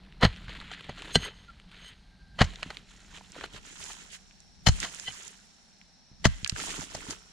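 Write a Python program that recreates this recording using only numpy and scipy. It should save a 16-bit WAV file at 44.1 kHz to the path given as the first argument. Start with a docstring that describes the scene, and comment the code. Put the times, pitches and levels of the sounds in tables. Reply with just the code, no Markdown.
"""Five chops of a steel hoe into a dry earth bank, about a metre from a small camera in a quiet forest.
Each chop crushes soil (streams of grain impacts shaped by pushes), thumps the ground (decaying sines) and
rings the blade (resonances). Steel scrapes, roots snap, hollow knocks sound, crumbs and sand run down (grain
streams). A faint insect-like hiss near 5.5 kHz (filtered noise) is heard more clearly later on.
The sound starts mono and opens to stereo."""
import sys
import numpy as np
from scipy import signal
from scipy.fft import rfft, irfft
from scipy.io import wavfile
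from scipy.ndimage import uniform_filter1d

SR = 44100
rng = np.random.default_rng(int(sys.argv[2]) if len(sys.argv) > 2 else 0)


def store_wav(level_fs):
    """Save 16-bit WAV to argv[1]."""
    pcm = np.round(np.clip(np.atleast_2d(level_fs), -1, 1) * 32767)
    wavfile.write(sys.argv[1], SR, pcm.T.astype(np.int16))


N = 322812
TIME = np.arange(N) / SR
TICKS = np.arange(0, N / SR + .001, .001)  # envelope clock, s

# Quiet forest air. Each row: frequency in Hz, relative density in dB per Hz.
FOREST_COLOUR = [(60, -8), (135, -12), (185, 2.5), (225, -2), (290, -12.5), (520, -16.5), (790, -9),
                 (1100, -19), (1550, -14.5), (3200, -19.5), (4150, -9.5), (6500, -27.5), (10000, -32),
                 (15000, -61.5)]
FOREST_DB = -62.5
# Faint insect-like hiss, level as heard through the camera. Each row: time in seconds, level in dB.
INSECT_HISS = [(0, -81), (2.3, -82.5), (2.6, -71.5), (4.3, -64.5), (5.7, -65), (7.32, -61)]
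# Low rumble of the air. Each row: time in seconds, level in dB.
AIR_RUMBLE = [(0, -50.5), (3.3, -55.5), (5.6, -69), (7.32, -64.5)]
# Rumble and puff colour. Each row: frequency in Hz, relative gain in dB.
LOWS_COLOUR = [(15, -4.5), (35, 6.5), (60, -0.5), (110, -9), (190, -1), (250, -17.5), (400, -27.5),
               (1000, -58)]
# Faint tone on the downswing before the third chop.
SWING_S, SWING_DB, SWING_RISE_S, SWING_FALL_S = 2.31, -60.5, .17, .055

# Loose earth sliding. Each row: start in seconds, length in seconds, levels in dB of clods,
# crumbs and sand, as heard; the camera muffles the sand before about 2.4 s.
SLIDES = [(0, 0.48, -67, -66.5, -100), (.29, 0.17, -61.5, -53.5, -70), (0.498, .13, -55, -48, -67.5),
          (0.659, 0.26, -61, -51.5, -70.5), (0.736, 0.0048, -53, -39.5, -56),
          (0.977, 0.23, -52, -48, -61.5), (1.239, 0.045, -44, -40.5, -69), (1.722, 0.2, -65.5, -54.5, -75),
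          (2.4, 0.37, -59.5, -55, -63), (2.89, 0.43, -69, -62, -64), (3.148, 0.033, -55, -49, -55.5),
          (3.369, 0.086, -51.5, -49.5, -57), (3.539, 0.043, -53.5, -50.5, -55.5),
          (3.651, 0.39, -61.5, -56, -55), (3.805, 0.12, -58.5, -54, -48), (4.133, 0.025, -69, -49.5, -48),
          (4.695, .57, -60.5, -53.5, -50.5), (4.837, 0.003, -45, -35.5, -39), (6.253, 0.3, -68, -58, -59),
          (6.586, 0.13, -47, -43.5, -41), (6.74, .1, -48, -46.5, -44), (6.911, 0.22, -52.5, -53, -52.5),
          (7.105, 0.02, -51, -45, -46)]
SLIDE_RISE_S, SLIDE_SAG_DB_PER_S = .023, 2.5
SETTLE_S, SETTLE_SHARE = .0079, .07  # fall time: a base plus a share of the slide's length
TRICKLE_DB, TRICKLE_S = -6.5, .4  # stragglers: level after a one-second slide, fall time
# Particle colours. Each row: frequency in Hz, relative gain in dB.
CLODS_COLOUR = [(100, -10.5), (220, -5), (380, -4.5), (600, -7.5), (1000, -2), (1400, 0.5), (2200, -24.5),
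                (6000, -58.5)]
CRUMBS_COLOUR = [(700, -21), (1300, -3.5), (1800, 1), (2400, 0.5), (3100, 4), (4200, 0), (5200, -14),
                 (8000, -42), (15000, -65)]
SAND_COLOUR = [(3000, -24), (4600, -6), (5600, -4), (7200, 1.5), (8400, -6.5), (10000, -9.5), (11500, -20),
               (15000, -20.5)]
# Bursting crumbs. Each row: frequency in Hz, relative gain in dB.
CRACKLE_COLOUR = [(200, -21.5), (400, -5), (900, -5.5), (1600, 1), (4200, -1), (5500, -20.5), (9000, -17.5),
                  (15000, -41.5)]
CRACKLE_DB = -5.5  # relative to the patter
ROLL_DB = -4  # rumble relative to the clod level
# Low rumble swelling just before and around a heavy chop. Each row: start of the hold in seconds,
# hold in seconds, level in dB.
CHOP_RUMBLES = [(0.206, 0.34, -46.5), (2.397, 0.077, -43), (4.671, 0.086, -45), (6.25, 0.026, -45)]
RUMBLE_RISE_S, RUMBLE_FALL_S = .056, .079

# Modes of the bank. 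Each row: frequency in Hz at pitch 1, relative level in dB, t60 in seconds.
GROUND = [(43.3, -17.5, 0.32), (77, -8.5, 0.16), (129.5, 0, 0.078), (189.9, -3, 0.065)]
# Levering, heavy clods and a shifting foot. Each row: time in seconds, thud peak in dB, pitch as a multiple of
# the modes.
THUMPS = [(0.481, -31, .6), (.893, -28.5, 1.1), (2.662, -31, 1.3), (3.54, -37.5, 1), (5.084, -35.5, 1),
          (6.115, -40, 1), (6.431, -30, .9), (6.525, -22, .8), (6.791, -29.5, 1.2), (6.95, -32, 1),
          (7.086, -31.5, 1.2)]
THUD_LAG_MS, REBOUND_LAG_MS, REBOUND_PITCH = 2.5, 20, .68  # pitch relative to the thud

# Blade and handle. Each row: mode frequency in Hz, relative level in dB, t60 in seconds at damping 1.
HOE = [(506, -14, .07), (620, -16.5, .05), (770, -9, 0.1), (910, -10, .06), (1195, -10.5, .06),
       (1582, -5, .09), (1990, -4, 0.1), (3045, 4, 0.065), (3130, 2, 0.029), (3420, -5, 0.05),
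       (4130, 6, 0.065), (4580, -4, 0.09), (6400, -3, 0.14), (8480, -9, 0.13), (10850, -20, .05)]
# Earth scraping on free steel. Each row: peak in seconds, rise in seconds, fall in seconds,
# coarse soil in dB, fine sand in dB.
SCRAPES = [(1.154, .011, 0.0064, -45, -29), (1.252, 0.033, 0.017, -35, -40.5), (1.4, .15, .1, -61, -66.5),
           (1.887, .06, 0.012, -46, -53), (2.0, .1, 0.24, -80.5, -74), (5.083, 0.011, .01, -28, -52)]
# Squeaks. Each row: time in seconds, rms in dB at the middle, pitch in Hz there, half length in ms.
SQUEAKS = [(1.496, -45.5, 1379, 12), (6.465, -44, 1690, 15.3), (6.565, -45, 1380, 8),
           (6.598, -36.5, 1300, 4)]
# Hollow knocks: clods landing, and the low-mid body of four chops.
# Each row: time in seconds, peak in dB, pitch in Hz.
KNOCKS = [(.236, -13.5, 500), (.897, -32.5, 630), (1.077, -42, 400), (1.156, -12, 430), (2.414, -9.5, 700),
          (2.595, -42, 900), (3.21, -38.5, 880), (3.363, -35.5, 500), (3.385, -37.5, 344),
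          (3.409, -39, 400), (3.438, -34.5, 395), (3.903, -33, 1000), (5.084, -32.5, 790),
          (6.254, -15, 354), (6.695, -35.5, 900), (6.789, -40, 280), (6.949, -26.5, 620),
          (7.092, -34.5, 326), (7.122, -39.5, 410)]
# Roots and twigs snapping, pebbles ticking. Each row: time in seconds, centre peak in dB before the
# treble cut, pitch in Hz, left minus right in dB.
SNAPS = [(0.124, -39, 2020, -22), (.362, -33, 2840, 3), (0.482, -28, 1690, -5), (0.614, -30, 1330, 7),
         (1.021, -26.5, 2530, -5), (1.599, -39.5, 2530, -9), (2.558, -31, 3220, 1), (2.63, -17, 1870, -3.5),
         (2.77, -23, 2880, -1), (3.32, -33.5, 6440, -1), (3.411, -24, 1660, 1), (3.56, -35, 3040, -1),
         (3.84, -30, 6800, -19), (4.31, -41.5, 2320, 2), (4.404, -37, 6800, 0), (4.802, -21, 6500, -4),
         (4.829, -21.5, 1640, -5), (4.947, -26, 7200, -8), (4.998, -26.5, 6360, -6),
         (5.279, -28.5, 6400, -20), (5.814, -39.5, 2150, -2.5), (6.446, -12.5, 3420, -9),
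         (6.462, -22, 1940, 7), (6.476, -19, 7600, -4), (6.496, -8, 6260, -16), (6.498, -21, 3280, 4),
         (6.52, -30, 1900, 5), (6.562, -24.5, 1400, 0)]
# Steel clipping a stone. Each row: time in seconds, peak in dB, contact in ms.
STONES = [(1.1552, -3, 0.052), (5.0814, -22.5, 0.071)]

# Soil and grit colours. Each row: frequency in Hz, relative gain in dB.
CRUSH_COLOUR = [(200, -18.5), (450, -13.5), (620, 0), (850, -0.5), (1400, 1.5), (1950, 5.5), (2600, -4),
                (4300, 1), (5400, -24), (9000, -43), (16000, -74)]
GRIT_COLOUR = [(2500, -31.5), (4500, -0.5), (5500, -3), (6800, -0.5), (8500, -11.5), (11000, -21.5),
               (15000, -32.5)]
# Lumps crushed between chops. Each row: time in seconds, level in dB, softness in ms, relative grit in dB.
CRUNCHES = [(0.495, -39.5, 2, -25), (.716, -33, .9, -11.5), (0.894, -37, 3, -41), (2.444, -41.5, 5.5, 0),
            (2.629, -31.5, 2, -17), (2.705, -31.5, 1.9, -13), (3.44, -30, 1.7, -18), (3.908, -46, 4.8, -3),
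            (4.847, -33, 6.6, -5), (6.95, -37, 2.7, 2), (7.108, -39.5, 2.4, 9)]
# Chops: the edge enters the crust, the blade bites, then jams. Each row: bite in seconds, bite in dB,
# soil softness in ms, relative grit in dB as heard, relative blade ring in dB, left minus right in dB,
# entry lead in ms, entry in dB, stop lag in ms, stop in dB, thud peak in dB,
# thud pitch as a multiple of the modes, rebound peak in dB.
CHOPS = [(0.2314, -14, 5.47, -29, -10, -9, 16, -43.5, 19, -18, -6.5, 1.15, -4.5),
         (1.1565, -19, 1.67, -3.5, -2, -6, 9.9, -36.5, 5.4, -41, -10.5, 1.2, -25),
         (2.41, -17.5, 3.7, -17, -13, 9, 18.5, -26, 7.6, -16.5, -4, 1, -15.5),
         (4.6712, -17, 2.5, -4, -6.5, 19, 4.9, -27.5, 15, -23, -6.5, .85, -8),
         (6.2542, -10.5, 1.77, -8, -13, 6.5, 8.8, -25, 12.5, -30, -5, 1, -33.5)]
ENTRY_RISE, CRUNCH_RISE, BITE_FALL = .7, 1, 2.4  # rise and fall times as multiples of the softness
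ENTRY_FALL_MS, ENTRY_GRIT_DB, ENTRY_RING_DB = 5.5, -1, 8.5  # still free, the blade rings more
STOP_RISE_MS, STOP_FALL_MS, STOP_GRIT_DB = 1.6, 5.6, 6.5
ENTRY_PAN_DB, STOP_PAN_DB = -1, -1.5  # left minus right
CRUNCH_RING_DB = -8.5

# Microphone response. Each row: frequency in Hz, gain in dB.
MICROPHONE = [(20, -6), (45, -1.5), (7500, -2.5), (10000, -2.5), (13000, -4), (16000, -9.5)]
# Stereo width of the camera. Each row: time in seconds, share from 0 to 1.
WIDTH = [(0, 0), (1.9, 0.01), (2.4, 0.27), (3.3, 0.5), (3.8, 1), (7.32, 1)]
TOP_HZ = 15700


def undb(db):
    """Decibels to gain."""
    return 10 ** (np.asarray(db) / 20)


def curve(table):
    """Points joined by straight lines, one value per sample."""
    return np.interp(TIME, *np.transpose(table))


def smooth(envelope):
    """Fill a per-ms envelope in to one value per sample."""
    return np.interp(TIME, TICKS, envelope)


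def swell(s, rise_s, fall_s, hold_s=0):
    """Per-ms envelope: exponential rise up to time s, hold, exponential fall."""
    before = np.maximum((s - TICKS) / rise_s, 0)
    after = np.maximum((TICKS - s - hold_s) / fall_s, 0)
    return np.exp(-np.minimum(before + after, 30))


def unit(x):
    """Scale a stereo sound so that its centre has rms 1."""
    return x / np.sqrt(np.mean(x.mean(0) ** 2))


def steady(x, span_s):
    """Even out the slow level to about rms 1, leaving single grains standing."""
    size = int(span_s * SR / 2) + 1
    power = uniform_filter1d(x.mean(0) ** 2, size)
    return x / np.sqrt(np.abs(uniform_filter1d(power, size)) + 1e-12)


def add(out, s, x):
    """Mix a short sound in at time s."""
    i = int(s * SR)
    out[..., i:i + x.shape[-1]] += x[..., :N - i]


def sides(pan_db):
    """Left and right gains that keep the centre level."""
    gain = undb(np.array([[pan_db], [-pan_db]]) / 2)
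    return gain / gain.mean()


def lowpass(x, hz):
    """Fourth-order treble cut."""
    return signal.sosfilt(signal.butter(4, hz, fs=SR, output="sos"), x)


def resonate(x, hz, width_hz):
    """Two-pole resonance with gain 1 at its centre."""
    return signal.lfilter(*signal.iirpeak(hz, hz / width_hz, SR), x)


def colour(x, points, size=1024):
    """Minimum-phase filter with the given spectrum, so that clicks keep their sharp front."""
    hz, db = np.transpose(points)
    bins_hz = np.arange(size // 2 + 1) * SR / size
    log_gain = np.log(undb(np.interp(np.log(bins_hz + 1), np.log(hz), db)))
    cepstrum = irfft(log_gain)
    cepstrum[1:size // 2] *= 2  # fold to the causal half
    cepstrum[size // 2 + 1:] = 0
    impulse = irfft(np.exp(rfft(cepstrum)))
    return signal.oaconvolve(x, impulse[None], axes=1)[:, :x.shape[1]]


def air(apart):
    """Stereo noise; apart sets how unlike the two sides are."""
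    mid, side = rng.standard_normal((2, N))
    return mid + apart * side * np.array([[1], [-1]])


def grains(rate, spread_db, scatter_db, lag_ms, low_hz, high_hz, cycles, clump_db=0, count=7):
    """Particle impacts, mostly small, a few large, in pitch bands; each reaches the two sides its own way."""
    draw = rng.random((int(rate * N / SR), 5)).T
    at = (draw[0] * (N - 1)).astype(int)
    size = undb(-spread_db * np.log(draw[1] + .01))
    lean = undb(scatter_db * (draw[2] - .5))
    lag = np.round(lag_ms * SR / 1000 * (2 * draw[3] - 1)).astype(int)
    late = np.clip(at + lag, 0, N - 1)
    band = (draw[4] * count).astype(int)
    # grains of one band share a level in flurries of about 20 ms
    flurry = at // 900
    size = size * undb(clump_db * rng.standard_normal((N // 900 + 1, count))[flurry, band])
    out = 0
    for k, hz in enumerate(np.geomspace(low_hz, high_hz, count)):
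        own = band == k
        left = np.bincount(at[own], (size * lean)[own], N)
        right = np.bincount(late[own], (size / lean)[own], N)
        out = out + (-1) ** k * resonate(np.array([left, right]), hz, hz / cycles) / np.sqrt(hz)
    return out


def forest():
    """Filtered noise: forest air, a faint insect-like hiss, low rumble and a thin tone as the hoe swings."""
    hush = unit(colour(air(.6), FOREST_COLOUR, size=2048)) * undb(FOREST_DB)
    hiss = resonate(resonate(air(.8), 5520, 650), 5520, 650)
    insect_hiss = unit(hiss) * undb(curve(INSECT_HISS))
    rumble = unit(colour(air(1.0), LOWS_COLOUR, size=4096)) * undb(curve(AIR_RUMBLE))
    whistle = resonate(resonate(air(.2), 1596, 50), 1572, 50)
    swing = undb(SWING_DB) * smooth(swell(SWING_S, SWING_RISE_S, SWING_FALL_S))
    return hush + insect_hiss + rumble + unit(whistle) * swing


def trees(x, t60_s=.55, wet_db=-27):
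    """Trunks and the slope scatter a faint, short echo: convolution with decaying noise."""
    t = np.arange(SR // 2) / SR
    decay = np.exp(-np.log(1000) * t / t60_s) * (1 - np.exp(-t / .01))
    echo = resonate(rng.standard_normal((2, len(t))) * decay, 2900, 4400)
    echo = echo / np.sqrt(np.sum(echo[0] ** 2))
    return undb(wet_db) * signal.oaconvolve(x.mean(0)[None], echo, axes=1)[:, :N]


def flow():
    """Strength of clods, crumbs and sand: each slide rises quickly, thins, settles and leaves a trickle."""
    power = 0
    for s, length_s, *levels_db in SLIDES:
        sag = undb(-SLIDE_SAG_DB_PER_S * np.clip(TICKS - s, 0, length_s))
        run = swell(s, SLIDE_RISE_S, SETTLE_S + SETTLE_SHARE * length_s, length_s)
        trickle = undb(TRICKLE_DB) * np.sqrt(length_s) * swell(s, SLIDE_RISE_S, TRICKLE_S, length_s)
        power = power + (undb(levels_db)[:, None] * sag * (run + trickle)) ** 2
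    return map(smooth, np.sqrt(power))


def crackle(rate=45, spread_db=5, scatter_db=14, burst_s=.0024):
    """Larger crumbs burst as they land: decaying noise standing out of the patter."""
    out, t = np.zeros((2, N)), np.arange(SR // 60) / SR
    for when, draw, side in rng.random((int(rate * N / SR), 3)):
        burst = rng.standard_normal(len(t)) * np.exp(-t / burst_s)
        level = undb(-spread_db * np.log(draw + .05))
        add(out, when * N / SR, level * sides(scatter_db * (side - .5)) * burst)
    return steady(colour(out, CRACKLE_COLOUR), .876)


def slide():
    """Clods roll and rumble, crumbs patter down the bank, sand hisses on the dead leaves to the right."""
    clods = colour(grains(rate=330, spread_db=1.5, scatter_db=14, lag_ms=.49, low_hz=280, high_hz=1425,
                          cycles=4.5, clump_db=2.0, count=5), CLODS_COLOUR)
    crumbs = colour(grains(rate=2400, spread_db=2.0, scatter_db=9.5, lag_ms=.27, low_hz=1490, high_hz=4360,
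                           cycles=3, clump_db=2.5, count=5), CRUMBS_COLOUR)
    sand = colour(grains(rate=3500, spread_db=1, scatter_db=12.5, lag_ms=.2, low_hz=4850, high_hz=12500,
                         cycles=3.3, clump_db=2.5, count=4), SAND_COLOUR)
    clod_flow, crumb_flow, sand_flow = flow()
    chop_rumble = smooth(sum(undb(db) * swell(s, RUMBLE_RISE_S, RUMBLE_FALL_S, hold_s)
                             for s, hold_s, db in CHOP_RUMBLES))
    rumble = unit(colour(air(.69), LOWS_COLOUR, size=4096))
    patter = steady(crumbs, .28) + undb(CRACKLE_DB) * crackle()
    return (steady(clods, .074) * clod_flow * sides(-.47)
            + patter * crumb_flow * sides(-3.5)
            + steady(sand, .089) * sand_flow * sides(-6.0)
            + rumble * (chop_rumble + undb(ROLL_DB) * clod_flow))


def jolts():
    """Every blow to the ground (s, dB, pitch); a chop thuds, then rebounds lower."""
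    for s, *_, thud_db, pitch, rebound_db in CHOPS:
        yield s + THUD_LAG_MS / 1000, thud_db, pitch
        yield s + REBOUND_LAG_MS / 1000, rebound_db, pitch * REBOUND_PITCH
    yield from THUMPS


def thumps(contact_s=.00094, puff_s=.04):
    """The soft bank answers a blow with a dull thud; a puff of air pushes the two sides oppositely."""
    out, puff, t = np.zeros(N), np.zeros(N), np.arange(SR // 3) / SR
    for s, db, pitch in jolts():
        thud = sum(undb(mode_db) * np.sin(2 * np.pi * hz * pitch * t) * np.exp(-np.log(1000) * t / t60_s)
                   for hz, mode_db, t60_s in GROUND)
        thud = thud * (1 - np.exp(-t * pitch / contact_s))
        add(out, s, undb(db) * thud / np.abs(thud).max())
        add(puff, s, undb(db) * np.exp(-t / puff_s) * (1 - np.exp(-t / .005)))
    low_noise = lowpass(rng.standard_normal((1, N)), 110)
    swirl = steady(colour(low_noise, LOWS_COLOUR, size=4096), .08)
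    return out + undb(-14) * puff * swirl * np.array([[1], [-1]])


def hoe(drive, damping=1):
    """Blade and handle modes ring with whatever shakes them; damping shortens every t60."""
    return sum(undb(db) * np.sqrt(t60_s / damping)
               * resonate(drive, hz, damping * np.log(1000) / np.pi / t60_s) for hz, db, t60_s in HOE)


def scrape():
    """Soil slides over free steel: coarse grains ring its lower modes, fine sand its high ones."""
    coarse = hoe(grains(rate=1600, spread_db=4, scatter_db=4.5, lag_ms=.05, low_hz=1990, high_hz=3050,
                        cycles=6.2, count=2))
    fine = hoe(grains(rate=1700, spread_db=2.5, scatter_db=4.5, lag_ms=.083, low_hz=6400, high_hz=10960,
                      cycles=7, count=3))
    coarse_flow, fine_flow = sum(undb(levels_db)[:, None] * swell(s, rise_s, fall_s)
                                 for s, rise_s, fall_s, *levels_db in SCRAPES)
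    return steady(coarse, .033) * smooth(coarse_flow) + steady(fine, .045) * smooth(fine_flow)


def squeaks(glide=1.0):
    """Brief sines that sink slightly, as of a root rubbing on the steel."""
    out, t = np.zeros(N), np.arange(-SR // 20, SR // 20) / SR
    for s, db, hz, half_ms in SQUEAKS:
        tone = np.sqrt(2) * np.sin(2 * np.pi * hz * (t - glide * t ** 2))
        add(out, s + t[0], undb(db) * tone * np.exp(-(1000 * t / half_ms) ** 2))
    return out


def knocks(decay_s=.0015, sharpness=3.4):
    """Hollow knocks of landing clods and of the body of four chops: noise bursts through two resonances."""
    out, t = np.zeros(N), np.arange(SR // 12) / SR
    for s, db, hz in KNOCKS:
        burst = rng.standard_normal(len(t)) * np.exp(-t / decay_s)
        knock = resonate(resonate(burst, hz, hz / sharpness), hz, 2 * hz)
        add(out, s, undb(db) * knock / np.abs(knock).max())
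    return out


def snaps(tear_s=.0009, tail_s=.0048, tail_db=-18, apart=1.0):
    """A fibre tears in a ms or two and the piece rings briefly at its own pitch."""
    out, t = np.zeros((2, N)), np.arange(SR // 20) / SR
    decay = np.exp(-t / tear_s) + undb(tail_db) * np.exp(-t / tail_s)
    for s, db, hz, pan_db in SNAPS:
        mid, side = rng.standard_normal((2, len(t)))
        tear = (mid + apart * side * np.array([[1], [-1]])) * decay
        snap = resonate(tear, hz, hz / 1.5) + undb(-12) * tear
        snap = resonate(snap, hz, 1.1 * hz)
        add(out, s, undb(db) * sides(pan_db) * snap / np.abs(snap.mean(0)).max())
    return lowpass(out, 9000)


def clanks(damping=1.64):
    """A stone gives the blade one hard push; the longer the contact, the duller the ring."""
    out, t = np.zeros(N), np.arange(SR // 4) / SR
    for s, db, contact_ms in STONES:
        push = np.exp(-((1000 * t - .5) / contact_ms) ** 2)
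        ring = hoe(push, damping)
        add(out, s, undb(db) * ring / np.abs(ring).max())
    return out


def crushes():
    """Every push into the soil: s, dB, rise ms, fall ms, grit dB, blade ring dB, left minus right dB."""
    for s, db, soft_ms, grit_db, ring_db, pan_db, lead_ms, entry_db, lag_ms, stop_db, *_ in CHOPS:
        entry_s, stop_s = s - lead_ms / 1000, s + lag_ms / 1000
        yield (entry_s, entry_db, ENTRY_RISE * soft_ms, ENTRY_FALL_MS,
               grit_db + ENTRY_GRIT_DB, ring_db + ENTRY_RING_DB, ENTRY_PAN_DB)
        yield s, db, soft_ms, BITE_FALL * soft_ms, grit_db, ring_db, pan_db
        yield stop_s, stop_db, STOP_RISE_MS, STOP_FALL_MS, grit_db + STOP_GRIT_DB, ring_db, STOP_PAN_DB
    for s, db, soft_ms, grit_db in CRUNCHES:
        yield s, db, CRUNCH_RISE * soft_ms, BITE_FALL * soft_ms, grit_db, CRUNCH_RING_DB, 0


def chops():
    """Dense grains break within a few ms under each push of the edge and shake the buried steel."""
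    body = colour(grains(rate=7000, spread_db=1.5, scatter_db=.5, lag_ms=.051, low_hz=404, high_hz=4420,
                         cycles=1.8), CRUSH_COLOUR)
    grit = colour(grains(rate=8400, spread_db=6, scatter_db=6.0, lag_ms=.083, low_hz=4650, high_hz=11900,
                         cycles=1, count=3), GRIT_COLOUR)
    loam = resonate(resonate(air(.1), 520, 420), 520, 420)
    force, grit_force, loam_force, shake = np.zeros((4, 2, N))
    t = np.arange(-SR // 16, SR // 6) / SR
    for s, db, rise_ms, fall_ms, grit_db, ring_db, pan_db in crushes():
        push = undb(db) * np.exp(-1000 * np.where(t < 0, -t / rise_ms, t / fall_ms))
        add(force, s + t[0], push * sides(pan_db))
        add(grit_force, s + t[0], push * undb(grit_db) * sides(pan_db - .5))
        # pushes with a duller top get a fuller low crunch
        add(loam_force, s + t[0], push * undb(-27.5 - .7 * grit_db))
        add(shake, s + t[0], push * undb(ring_db) * sides(pan_db))
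    rasp = steady(grains(rate=3800, spread_db=8.5, scatter_db=1.0, lag_ms=.046, low_hz=400, high_hz=6100,
                         cycles=1, count=4), .011)
    # packed soil damps the steel; level set against the undamped ring
    ring = hoe(rasp * shake, damping=2.9) / np.std(hoe(rasp[:, :SR].mean(0)))
    return (steady(body, .0072) * force + steady(grit, .0019) * grit_force
            + steady(loam, .014) * loam_force + undb(4.5) * ring)


def scene():
    """Digging close by, in the quiet of the forest; only the sharp blows echo."""
    blows = chops() + clanks() + snaps() + knocks()
    return forest() + trees(blows) + slide() + thumps() + scrape() + squeaks() + blows


def record(dry):
    """The camera dulls both ends of the spectrum, widens from mono to stereo and cuts the top treble."""
    heard = colour(dry, MICROPHONE, size=4096)
    mid = heard.mean(0)
    side = (heard[0] - heard[1]) / 2 * curve(WIDTH)
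    treble_cut = signal.ellip(8, .2, 70, TOP_HZ, fs=SR, output="sos")
    return signal.sosfilt(treble_cut, np.array([mid + side, mid - side]))


dry = scene()
out = record(dry)
store_wav(out)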